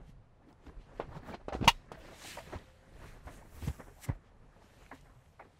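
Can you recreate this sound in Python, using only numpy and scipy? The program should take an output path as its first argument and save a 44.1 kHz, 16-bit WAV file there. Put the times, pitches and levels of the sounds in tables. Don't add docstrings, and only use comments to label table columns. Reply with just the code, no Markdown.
import sys
import numpy as np
from scipy import signal
from scipy.fft import rfft, irfft, next_fast_len
from scipy.io import wavfile
from scipy.ndimage import uniform_filter1d, map_coordinates

SR = 44100
rng = np.random.default_rng(int(sys.argv[2]) if len(sys.argv) > 2 else 0)


def volts_from_decibels(level):
    exponent = np.asarray(level, float) / 20
    return 10 ** exponent


def master(y):
    cut = np.clip(np.atleast_2d(y).T, -1, 1)
    pcm = np.round(cut * 32767)
    wavfile.write(sys.argv[1], SR, pcm.astype(np.int16))


N = 246903
LATCHED_S = 1.7


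def along(points, hz):
    f, v = np.transpose(points)
    return np.interp(np.log(hz + 1), np.log(f + 1), v)


def curve(points):
    s, db = np.transpose(points)
    return np.interp(np.arange(N) / SR, s, db)


def wobble(rate_hz):
    knots = rng.standard_normal(int(N * rate_hz / SR) + 4)
    return map_coordinates(knots, [np.arange(N) * rate_hz / SR])


def coloured(x, spectrum):
    m = next_fast_len(len(x) + 8192)
    gain = volts_from_decibels(along(spectrum, np.fft.rfftfreq(m, 1 / SR)))
    return irfft(rfft(x, m) * gain, m)[:len(x)]


def noise(spectrum, size, grit_db=0):
    grains = rng.standard_normal(size) * volts_from_decibels(grit_db * rng.standard_normal(size))
    x = coloured(grains, spectrum)
    return x / np.sqrt(np.mean(x ** 2))


def add(track, s, sound):
    part = track[round(s * SR):][:len(sound)]
    part += sound[:len(part)]


def swells(rows, levels_db):
    t = np.arange(0, N / SR + .01, .001)[:, None]
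    peak, rise, fall = (np.array([row[k] for row in rows]) for k in (0, 2, 3))
    away = np.where(t < peak, (peak - t) / rise, (t - peak) / fall)
    power = np.sum(volts_from_decibels(levels_db - 20 * away) ** 2, axis=1)
    return np.interp(np.arange(N) / SR, t[:, 0], np.sqrt(power))


def patchy(x, depth_db):
    z = signal.stft(x, nperseg=512)[2]
    field = uniform_filter1d(rng.standard_normal(z.shape), size=9, axis=0)
    field = uniform_filter1d(field, size=9, axis=1)
    return signal.istft(z * volts_from_decibels(depth_db * field / field.std()), nperseg=512)[1][:N]


# pitch_hz, level_db
QUIET_COLOUR = [(12, -34.5), (20, -6), (70, 3.5), (154, -2.5), (293, -19), (485, -10.5), (1120, -17),
                (1290, -20.5), (11400, -48), (12300, -70.5), (16000, -73.5)]


def quiet_cab():
    return volts_from_decibels(-65) * noise(QUIET_COLOUR, N)


# time_s, level_db
SEAT_SWAY = [(0.0, -52), (0.36, -68.5), (0.65, -67), (0.9, -52), (1.54, -54), (1.64, -53), (2.17, -61),
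             (2.45, -53), (2.77, -68.5), (3.04, -55.5), (3.2, -55), (3.55, -48.5), (3.84, -60), (4.13, -70),
             (5.01, -59), (5.6, -70)]
# pitch_hz, level_db
RUMBLE_COLOUR = [(8.8, -27), (15, 0), (37, 3.5), (65, -5.5), (140, -6.5), (225, -27), (260, -12),
                 (340, -59), (570, -120)]


def seat_rumble():
    return volts_from_decibels(curve(SEAT_SWAY) + 4.3 * wobble(5.4)) * noise(RUMBLE_COLOUR, N)


# peak_s, level_db, rise_s, fall_s
SCUFF_MOVES = [(0.0, -59.5, .1, 0.12), (.425, -64.5, 0.021, 0.17), (.53, -65, 0.34, 0.024),
               (.674, -59, 0.13, 0.15), (1.0, -54, 0.27, 0.14), (1.171, -47, 0.11, 0.049),
               (1.29, -52, 0.062, 0.14), (1.349, -46, 0.24, 0.0094), (1.41, -71, 0.11, 0.05),
               (1.74, -68, 0.41, 0.37), (1.93, -53.5, 0.026, 0.12), (2.13, -53, 0.37, 0.061),
               (2.37, -54, 0.6, 0.16), (2.54, -48.5, 0.11, 0.11), (2.66, -67.5, 0.063, 0.96),
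               (3.04, -57, 0.25, 0.36), (3.28, -53.5, 0.073, 0.26), (3.66, -50, 0.18, 0.15),
               (3.8, -50.5, 0.022, 0.042), (3.89, -61.5, 0.11, 0.2), (4.09, -54.5, 0.1, 0.11),
               (4.229, -68.5, 0.022, 0.69), (4.87, -66, 1.42, 0.092), (5.06, -65, 0.079, 0.3),
               (5.429, -68, 0.072, 0.24)]
# pitch_hz, level_db
SCUFF_COLOUR = [(88, -29.5), (150, -2), (194, -3), (328, -4), (463, -6.5), (637, -7.5), (715, -8.5),
                (1800, -13), (3200, -34.5), (4160, -51), (7040, -120)]
# pitch_hz, level_db
BODY_SHADE = [(800, 0.5), (1500, -4), (2500, -2)]


def scuffing(flutter):
    levels_db = np.transpose(SCUFF_MOVES)[1]
    unsteady = volts_from_decibels(0.74 * flutter + 2.6 * wobble(90))
    scuff = swells(SCUFF_MOVES, levels_db) * unsteady * noise(SCUFF_COLOUR, N, grit_db=3.0)
    bent_over = np.arange(N) < LATCHED_S * SR
    return np.where(bent_over, coloured(scuff, BODY_SHADE), scuff)


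# peak_s, level_db, rise_s, fall_s, weave_over_rub_db
WEBBING_TUGS = [
    (.1, -72.5, 0.14, 0.053, -7.5),
    (.5, -79, 0.066, 0.051, -15),
    (.666, -72, 0.096, 0.14, -9.5),
    (.812, -73, 0.051, 0.15, -13),
    (.99, -71, 0.33, 0.21, -11),
    (1.0, -75, 0.011, 0.18, -9),
    (1.178, -64.5, .15, 0.037, -11.5),
    (1.28, -67.5, 0.058, 0.13, -8.5),
    (1.346, -59.5, 0.17, 0.02, -20),
    (1.74, -66.5, 0.42, 0.2, -11),
]
# peak_s, level_db, rise_s, fall_s, weave_over_rub_db
SMOOTHING_STROKES = [(1.95, -64, 0.03, .06, -16), (2.01, -63, 0.041, 1.2, -12.5),
                     (2.18, -69, 0.28, 0.24, -17), (2.299, -48.5, 0.19, 0.17, -7),
                     (2.53, -60.5, 0.41, .16, -10.5), (2.66, -76.5, 0.11, 0.89, -5.5),
                     (3.08, -62, 0.22, 0.19, -7.5), (3.265, -69, 0.054, 0.23, -2.5),
                     (3.33, -66, 0.087, 0.19, -3.5), (3.56, -76, 0.2, .5, 4),
                     (3.677, -57.5, 0.18, 0.074, -2), (3.74, -70, 0.12, 0.38, 2),
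                     (3.98, -78.5, 0.14, 0.15, 3), (4.047, -52, 0.045, 0.02, 0),
                     (4.09, -62.5, 0.072, 0.041, -11), (4.15, -75, 0.043, 0.024, -10),
                     (4.27, -74.5, 0.069, 0.081, -15), (4.62, -74, 0.11, 1.25, -10.5),
                     (4.86, -70, 0.6, 0.25, -6.5), (4.95, -66.5, 0.09, 0.12, -8.5),
                     (5.05, -83, .1, 0.76, 0.5), (5.259, -80, 0.07, 0.22, -3.5),
                     (5.4, -84.5, 0.045, .2, -12.5), (5.59, -75.5, .7, .1, -9)]
# pitch_hz, level_db
RUB_COLOUR = [(1060, -21), (1800, 1), (2760, -1), (3700, -5), (4010, -4), (5360, -10.5), (7000, -14),
              (9100, -32), (15400, -120)]
# pitch_hz, level_db
WEAVE_COLOUR = [(3240, -32), (5500, -3.5), (6270, -4), (7960, -2.5), (9800, -9), (12700, -38.5),
                (21600, -120)]
# pitch_hz, level_db
FIBRE_COLOUR = [(5590, -32.5), (9500, 0.5), (13100, 0.5), (15200, -7.5), (16000, -11)]


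def webbing(flutter):
    drags = WEBBING_TUGS + SMOOTHING_STROKES
    rub_db, share_db = np.transpose(drags)[[1, 4]]
    rub = swells(drags, rub_db) * volts_from_decibels(0.61 * flutter + .6 * wobble(150))
    rub *= noise(RUB_COLOUR, N, grit_db=0.5)
    weave = swells(drags, rub_db + share_db) * volts_from_decibels(0.39 * flutter + 0.65 * wobble(220))
    weave *= noise(WEAVE_COLOUR, N, grit_db=5.5)
    fibre = swells(drags, rub_db + 1.2 * share_db - 2) * volts_from_decibels(.8 * flutter)
    fibre *= noise(FIBRE_COLOUR, N, grit_db=2.0)
    return rub + weave + fibre


def fabric():
    flutter = wobble(30)
    rumble = seat_rumble()
    scuff = scuffing(flutter)
    hiss = webbing(flutter)
    return rumble + patchy(scuff, depth_db=2.5) + patchy(hiss, depth_db=1.5)


# centre_s, peak_db, pitch_hz, half_length_s
SEAT_THUDS = [(.095, -49.5, 153, 0.0062), (0.491, -56.5, 298, 0.0099), (0.687, -44, 61.4, 0.015),
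              (0.673, -47, 280, 0.008), (0.78, -41.5, 35.4, 0.017), (1.173, -42.5, 148, 0.011),
              (1.558, -40, 62, 0.035), (1.615, -30.5, 116, 0.008), (1.647, -32.5, 50.07, 0.016),
              (1.674, -28.5, 249, 0.0027), (1.679, -18, 144, 0.0033), (1.704, -39, 32, 0.044),
              (1.594, -44, 300, 0.0054), (1.6254, -26.5, 180, 0.0027), (1.66, -39, 198.9, .008),
              (1.919, -35, 202, 0.002), (1.769, -48.5, 29.6, 0.035), (2.475, -46, 155, 0.0039),
              (2.563, -35.5, 83, 0.011), (3.05, -54.5, 60.8, 0.046), (3.271, -43, 69, 0.015),
              (3.6765, -29.5, 159.4, 0.0038), (3.684, -28, 124, 0.0064), (3.697, -32, 69.5, 0.017),
              (4.091, -42, 241, 0.0051), (4.097, -25, 122.7, 0.0082), (4.109, -32.5, 80.3, 0.013),
              (4.128, -38.5, 45, 0.011), (4.155, -45, 44.9, 0.022), (4.939, -48, 269.5, 0.013)]


def thuds():
    out, t = np.zeros(N), np.arange(-SR // 12, SR // 12) / SR
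    for s, db, hz, half_s in SEAT_THUDS:
        shake = 0.2 * noise([(hz, -30), (1.4 * hz, 0), (4.0 * hz, -12), (9 * hz, -70)], len(t))
        swing = np.cos(2 * np.pi * hz * t) + shake
        add(out, s + t[0], volts_from_decibels(db) * np.exp(-(t / half_s) ** 2) * swing)
    return out


# peak_s, level_db, rise_s, fall_s, pitch_hz
NARROW_DRAGS = [(.5, -66, 0.11, .15, 35), (.72, -61.5, 0.14, 0.06, 430), (1.01, -61, 0.011, 0.053, 2900),
                (1.99, -56, .08, 0.071, 53), (2.27, -53, 0.045, .08, 2800), (2.29, -56, 0.15, 0.13, 7400),
                (2.85, -72, 0.32, 0.16, 1660), (3.36, -65, 0.058, 0.079, 8000), (3.56, -68, .1, .1, 13000),
                (3.9896, -62.5, 0.056, .15, 744), (4.95, -60.5, .08, 0.081, 134),
                (5.41, -58, 0.014, 0.064, 420), (5.405, -60, .015, 0.05, 2020),
                (3.65, -42, 0.15, 0.044, 85), (3.63, -49.5, .06, .06, 266), (2.325, -58, .06, .06, 2170),
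                (1.3, -50.5, .1, .06, 70), (1.6, -60.5, 0.066, .06, 1200)]


def zips():
    out = np.zeros(N)
    for row in NARROW_DRAGS:
        level_db, hz = row[1], row[4]
        band = [(.5 * hz, -50), (.82 * hz, -4), (1.2 * hz, -4), (2 * hz, -50)]
        out += swells([row], np.array([level_db])) * noise(band, N, grit_db=5)
    return out


# start_s, peak_db, pitch_hz, t60_s
HOLLOW_RINGS = [(.416, -53, 790, .03), (.526, -51, 900, .02), (.994, -34.5, 453, 0.035),
                (1.002, -36.5, 550, 0.078), (1.092, -55, 790, .04), (1.153, -40.5, 902, 0.052),
                (1.297, -45, 872, .04), (1.328, -47.5, 2340, 0.066), (1.337, -32, 705, 0.062),
                (1.340, -53, 4160, .08), (1.398, -47, 594, 0.036), (1.488, -44, 795, 0.29),
                (1.505, -44, 607, .1), (1.522, -24.5, 560, 0.031), (1.529, -29, 758, 0.075),
                (1.563, -30, 327, .02), (1.589, -43.5, 446, .04), (1.612, -42, 500, 0.046),
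                (1.623, -41.5, 604.3, .03), (1.636, -32, 696.6, 0.036), (1.645, -33, 416.3, 0.045),
                (1.654, -34, 451, .06), (1.742, -65, 3880, .2), (1.748, -73, 5320, 0.3),
                (1.935, -58, 665, .15), (1.971, -48, 644, 0.17), (2.010, -52, 563, 0.042),
                (2.095, -45.5, 395, 0.07), (2.123, -52.5, 650, 0.18), (2.372, -43, 940, 0.087),
                (2.393, -40.5, 655, 0.093), (2.525, -46, 615, 0.11), (3.271, -40.5, 694, 0.024),
                (3.272, -52, 1520, 0.042), (3.279, -43, 487, 0.034), (3.425, -46, 894, 0.033),
                (3.628, -33.5, 345, 0.038), (3.663, -34, 90, 0.073), (3.799, -43.5, 850, 0.04),
                (3.909, -46, 420, 0.049), (4.038, -43, 2150, 0.013), (4.045, -45.5, 1200, 0.02),
                (4.051, -41, 2086, 0.022), (4.089, -36, 987, 0.027), (4.090, -42.5, 2000, 0.034),
                (4.863, -53, 2263, .015), (4.912, -52.5, 767, 0.088), (4.923, -39.5, 1016, 0.048),
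                (5.4, -46.5, 908, 0.033)]


def rings():
    out, t = np.zeros(N), np.arange(SR // 5) / SR
    for s, db, hz, t60 in HOLLOW_RINGS:
        rise = 1 - np.exp(-t * hz)
        add(out, s, volts_from_decibels(db - 1.5 - 60 * t / t60) * rise * np.sin(2 * np.pi * hz * t))
    return out


# start_s, peak_db, pitch_hz,
# bright_edge_db
SOFT_RATTLES = [(0.417, -57, 304, -27), (0.478, -62, 382, 1), (0.66, -45, 308, -6.5),
                (0.719, -58, 660, -15), (0.971, -53, 460, -2), (1.151, -45, 880, -11),
                (1.259, -50, 420, -16), (1.328, -43, 694, -20), (1.4, -47.5, 416, -29),
                (1.521, -26.5, 590, -29), (1.532, -35, 517, -7), (1.636, -29, 428, -18),
                (1.64, -34, 801, -2.5), (1.968, -53, 680, -25.5), (2.368, -30, 620, -46),
                (2.52, -39, 640, -22), (2.545, -38.5, 1010, -8.5), (3.266, -38, 637, -16),
                (3.409, -46.5, 580, -28), (3.615, -41, 337, -4), (3.677, -36.5, 303, -8),
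                (3.798, -38, 796, -33), (3.912, -60, 410, -22.5), (4.035, -50, 780, -13),
                (4.084, -32, 577, -23), (4.144, -54, 668, -15), (4.911, -33.5, 765, -34),
                (5.053, -53, 754, -26), (5.392, -36, 825, -29.5)]
# pitch_hz, level_db
BUCKLE_COLOUR = [(120, -28.5), (300, -2), (750, -1.5), (1150, -5.5), (2300, -16.5), (4500, -29.5),
                 (9000, -56.5)]
# pitch_hz, level_db
TRIM_COLOUR = [(120, -40), (250, -10), (600, -2), (800, 0), (1030, -1), (1300, -8), (1800, -7), (2200, -7),
               (2450, -24), (3200, -36), (5000, -70)]
# pitch_hz, level_db
EDGE_COLOUR = [(1500, -38), (2500, 7.5), (4500, 0), (7000, -14.5), (10000, -24.5), (15000, -47.5)]


def rattles():
    out, t = np.zeros(N), np.arange(SR // 5) / SR
    clumps = volts_from_decibels(3.6 * wobble(180))
    rise_s, t60_s = 0.0058, 0.11
    fade = volts_from_decibels(-60 * t / t60_s) * (1 - np.exp(-(t / rise_s) ** 2))
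    for s, db, hz, edge_db in SOFT_RATTLES:
        band = [(0.5 * hz, -90), (0.64 * hz, -24), (hz, 0), (1.1 * hz, -24), (2.8 * hz, -90)]
        touched = BUCKLE_COLOUR if s < LATCHED_S else TRIM_COLOUR
        body = .5 * noise(band, len(t)) + noise(touched, len(t), grit_db=5.0)
        edge = volts_from_decibels(edge_db) * noise(EDGE_COLOUR, len(t), grit_db=5.5)
        sound = fade * clumps[round(s * SR):][:len(t)] * (body + edge)
        even = np.linalg.norm(fade) / np.linalg.norm(sound)
        add(out, s, volts_from_decibels(db - 5.5) * sound * even)
    return out


# start_s, peak_db, pitch_hz, t60_s
SMALL_TICKS = [(0.528, -54, 4830, 0.0069), (1.341, -56, 3500, 0.062), (1.483, -58, 6260, 0.039),
               (1.531, -58, 6300, 0.066), (1.544, -63.5, 6500, 0.24), (1.648, -53.5, 6500, 0.11),
               (1.918, -57.5, 8300, 0.059), (2.586, -56, 3500, 0.034), (2.938, -64, 4950, 0.011),
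               (3.81, -63, 10050, 0.011), (4.863, -50, 2280, 0.011), (4.951, -58, 8420, 0.011),
               (5.010, -56, 7480, 0.012), (5.259, -57, 1960, 0.017)]


def ticks():
    out, t = np.zeros(N), np.arange(SR // 10) / SR
    rise = 1 - np.exp(-t / 0.00059)
    for s, db, hz, t60 in SMALL_TICKS:
        grain = noise([(.3 * hz, -60), (0.6 * hz, -3), (1.06 * hz, -3), (4.8 * hz, -50)], len(t))
        add(out, s, volts_from_decibels(db - 60 * t / t60) * rise * grain)
    return out


# start_s, peak_db, pitch_hz, bright_edge_db, t60_s
BUCKLE_KNOCKS = [
    (0.997, -21.5, 544, -43, 0.12),
    (1.341, -31, 700, -19.5, 0.075),
    (1.481, -25.5, 480, -29.5, 0.11),
    (1.548, -25, 320, -33, 0.092),
    (1.6094, -29.5, 253, -32, 0.11),
    (1.6247, -25.5, 250, -29, 0.12),
    (1.9155, -31, 626, -22, 0.094),
    (3.881, -44, 463, -34, 0.047),
]
PUSH_WAY = [-1, 1, 1, 1, 1, 1, -1, 1]


def knocks():
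    out, t = np.zeros(N), np.arange(SR // 5) / SR
    for (s, db, hz, edge_db, t60), way in zip(BUCKLE_KNOCKS, PUSH_WAY):
        cycle = (t - .0015) * hz - .6
        push = np.sin(2 * np.pi * cycle + 0.081) * np.exp(-(cycle / 0.36) ** 2)
        fade = volts_from_decibels(-60 * t / t60) * (1 - np.exp(-(t / 0.0026) ** 4))
        rattle = volts_from_decibels(-14) * noise(BUCKLE_COLOUR, len(t), grit_db=3.5)
        rattle += volts_from_decibels(edge_db) * noise(EDGE_COLOUR, len(t), grit_db=5.0)
        add(out, s, volts_from_decibels(db) * (1.35 * way * push + fade * rattle))
    return out


# pitch_hz, level_db, t60_s
STEEL_MODES = [(812, 0, .05), (924, 2, 0.04), (1040, 3.5, 0.019), (1860, -17, 0.045), (2030, -21, 0.04),
               (2194, -16.5, .06), (2740, -8.5, .06), (2858, -4.5, 0.055), (3388, -20, 0.087),
               (3740, -21.5, .085), (4452, -19.5, .08), (4720, -25.5, 0.065), (5030, -29, 0.026),
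               (6160, -14.5, 0.052)]


def steel(t, scatter_db, dull_hz):
    out = np.zeros(len(t))
    for hz, db, t60 in STEEL_MODES:
        level_db = db + scatter_db * rng.standard_normal()
        held = 1 + (dull_hz / hz) ** 4
        out += volts_from_decibels(level_db - 60 * t / min(t60, .085)) * np.sin(2 * np.pi * hz * t) / held
    return out


# start_s, level_db
TONGUE_TOUCHES = [
    (1.338, -71),
    (1.346, -75),
    (1.531, -50),
    (1.647, -53),
    (1.752, -77),
]


def touches():
    out, t = np.zeros(N), np.arange(SR // 4) / SR
    rise = 1 - np.exp(-t / 0.00072)
    for s, db in TONGUE_TOUCHES:
        add(out, s, volts_from_decibels(db + 9) * rise * steel(t, scatter_db=5.5, dull_hz=3500))
    return out


# start_s, level_db, held_still_under_hz
PAWL_STRIKES = [
    (1.6732, -38, 300),
    (1.6767, -13, 300),
    (1.6782, -16, 1500),
    (1.6812, -19, 1309),
    (1.684, -20, 800),
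    (1.698, -36.5, 1001),
    (1.712, -46.5, 1001),
]
# pitch_hz, level_db
SNAP_COLOUR = [(180, -43.5), (300, -13.5), (740, -15), (940, 1.5), (1610, -20), (1870, -10.5), (2570, -8),
               (2840, -7.5), (3700, -12.5), (5080, -17.5), (6300, -20), (9390, -28.5), (16000, -34)]


def latch():
    out, t = np.zeros(N), np.arange(SR // 4) / SR
    rise = 1 - np.exp(-t / 0.0012)
    for s, db, still_hz in PAWL_STRIKES:
        clatter = volts_from_decibels(-3.5 - 60 * t / 0.065) * noise(SNAP_COLOUR, len(t), grit_db=1.0)
        add(out, s, volts_from_decibels(db) * rise * (steel(t, scatter_db=3.0, dull_hz=still_hz) + clatter))
    return out


# time_s, level_db
STRAP_HUM = [
    (2.35, -93),
    (2.48, -60.5),
    (2.62, -70),
    (2.74, -66.5),
    (2.92, -74),
    (3.1, -92),
]


def strap():
    hz = 528 + 3 * wobble(15)
    return volts_from_decibels(curve(STRAP_HUM) + 1.5 * wobble(25.17)) * np.sin(2 * np.pi * np.cumsum(hz) / SR)


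# pitch_hz, left_minus_right_db
MIC_LEAN = [(60, -.7), (1500, -.65), (3000, -.55), (3800, 0)]


def scene():
    mono = fabric() + knocks() + rattles() + ticks() + thuds()
    mono += latch() + touches() + strap()
    mono += quiet_cab() + rings() + zips()
    return np.array([coloured(mono, [(hz, side * db / 2) for hz, db in MIC_LEAN]) for side in (1, -1)])


def band_rms(z, size):
    blocks = z[:1024].reshape(-1, size, z.shape[1])
    return np.sqrt(np.mean(abs(blocks) ** 2, 1)).repeat(size, 0)


def above_gate(z, size, gate, hz):
    width_hz = size * hz[1]
    floor = volts_from_decibels(along(gate, hz[:1024] // width_hz * size * hz[1]))
    return band_rms(z, size) > floor[:, None]


# pitch_hz, level_db
TREBLE_FLOOR = [(11900, -200), (12000, -113), (13800, -113.5), (15700, -116.5)]
# pitch_hz, level_db
WIDTH_FLOOR = [(60, -95.5), (300, -102), (900, -105), (3000, -109)]


def drop_faint(pair):
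    middle, difference = pair.mean(0), (pair[0] - pair[1]) / 2
    hz, _, (mid, side) = signal.stft([middle, difference], SR, nperseg=2048)
    hiss = band_rms(mid, 32)[530]
    bass_width = band_rms(side, 16)[:64].max(0)
    calm = hiss < volts_from_decibels(3) * bass_width
    side[:1024] *= above_gate(side, 4, WIDTH_FLOOR, hz) * calm
    mid[:1024] *= above_gate(mid, 16, TREBLE_FLOOR, hz)
    mid, side = signal.istft(np.array([mid, side]), SR, nperseg=2048)[1][:, :N]
    return np.array([mid + side, mid - side])


def roll_off(x):
    return signal.sosfilt(signal.butter(12, 16400, fs=SR, output="sos"), x)


def record(dry):
    limited = np.array([coloured(x, [(15750, 0), (15900, -45)]) for x in dry])
    mix = drop_faint(limited)
    return roll_off(mix)


dry = scene()
out = record(dry)
master(out)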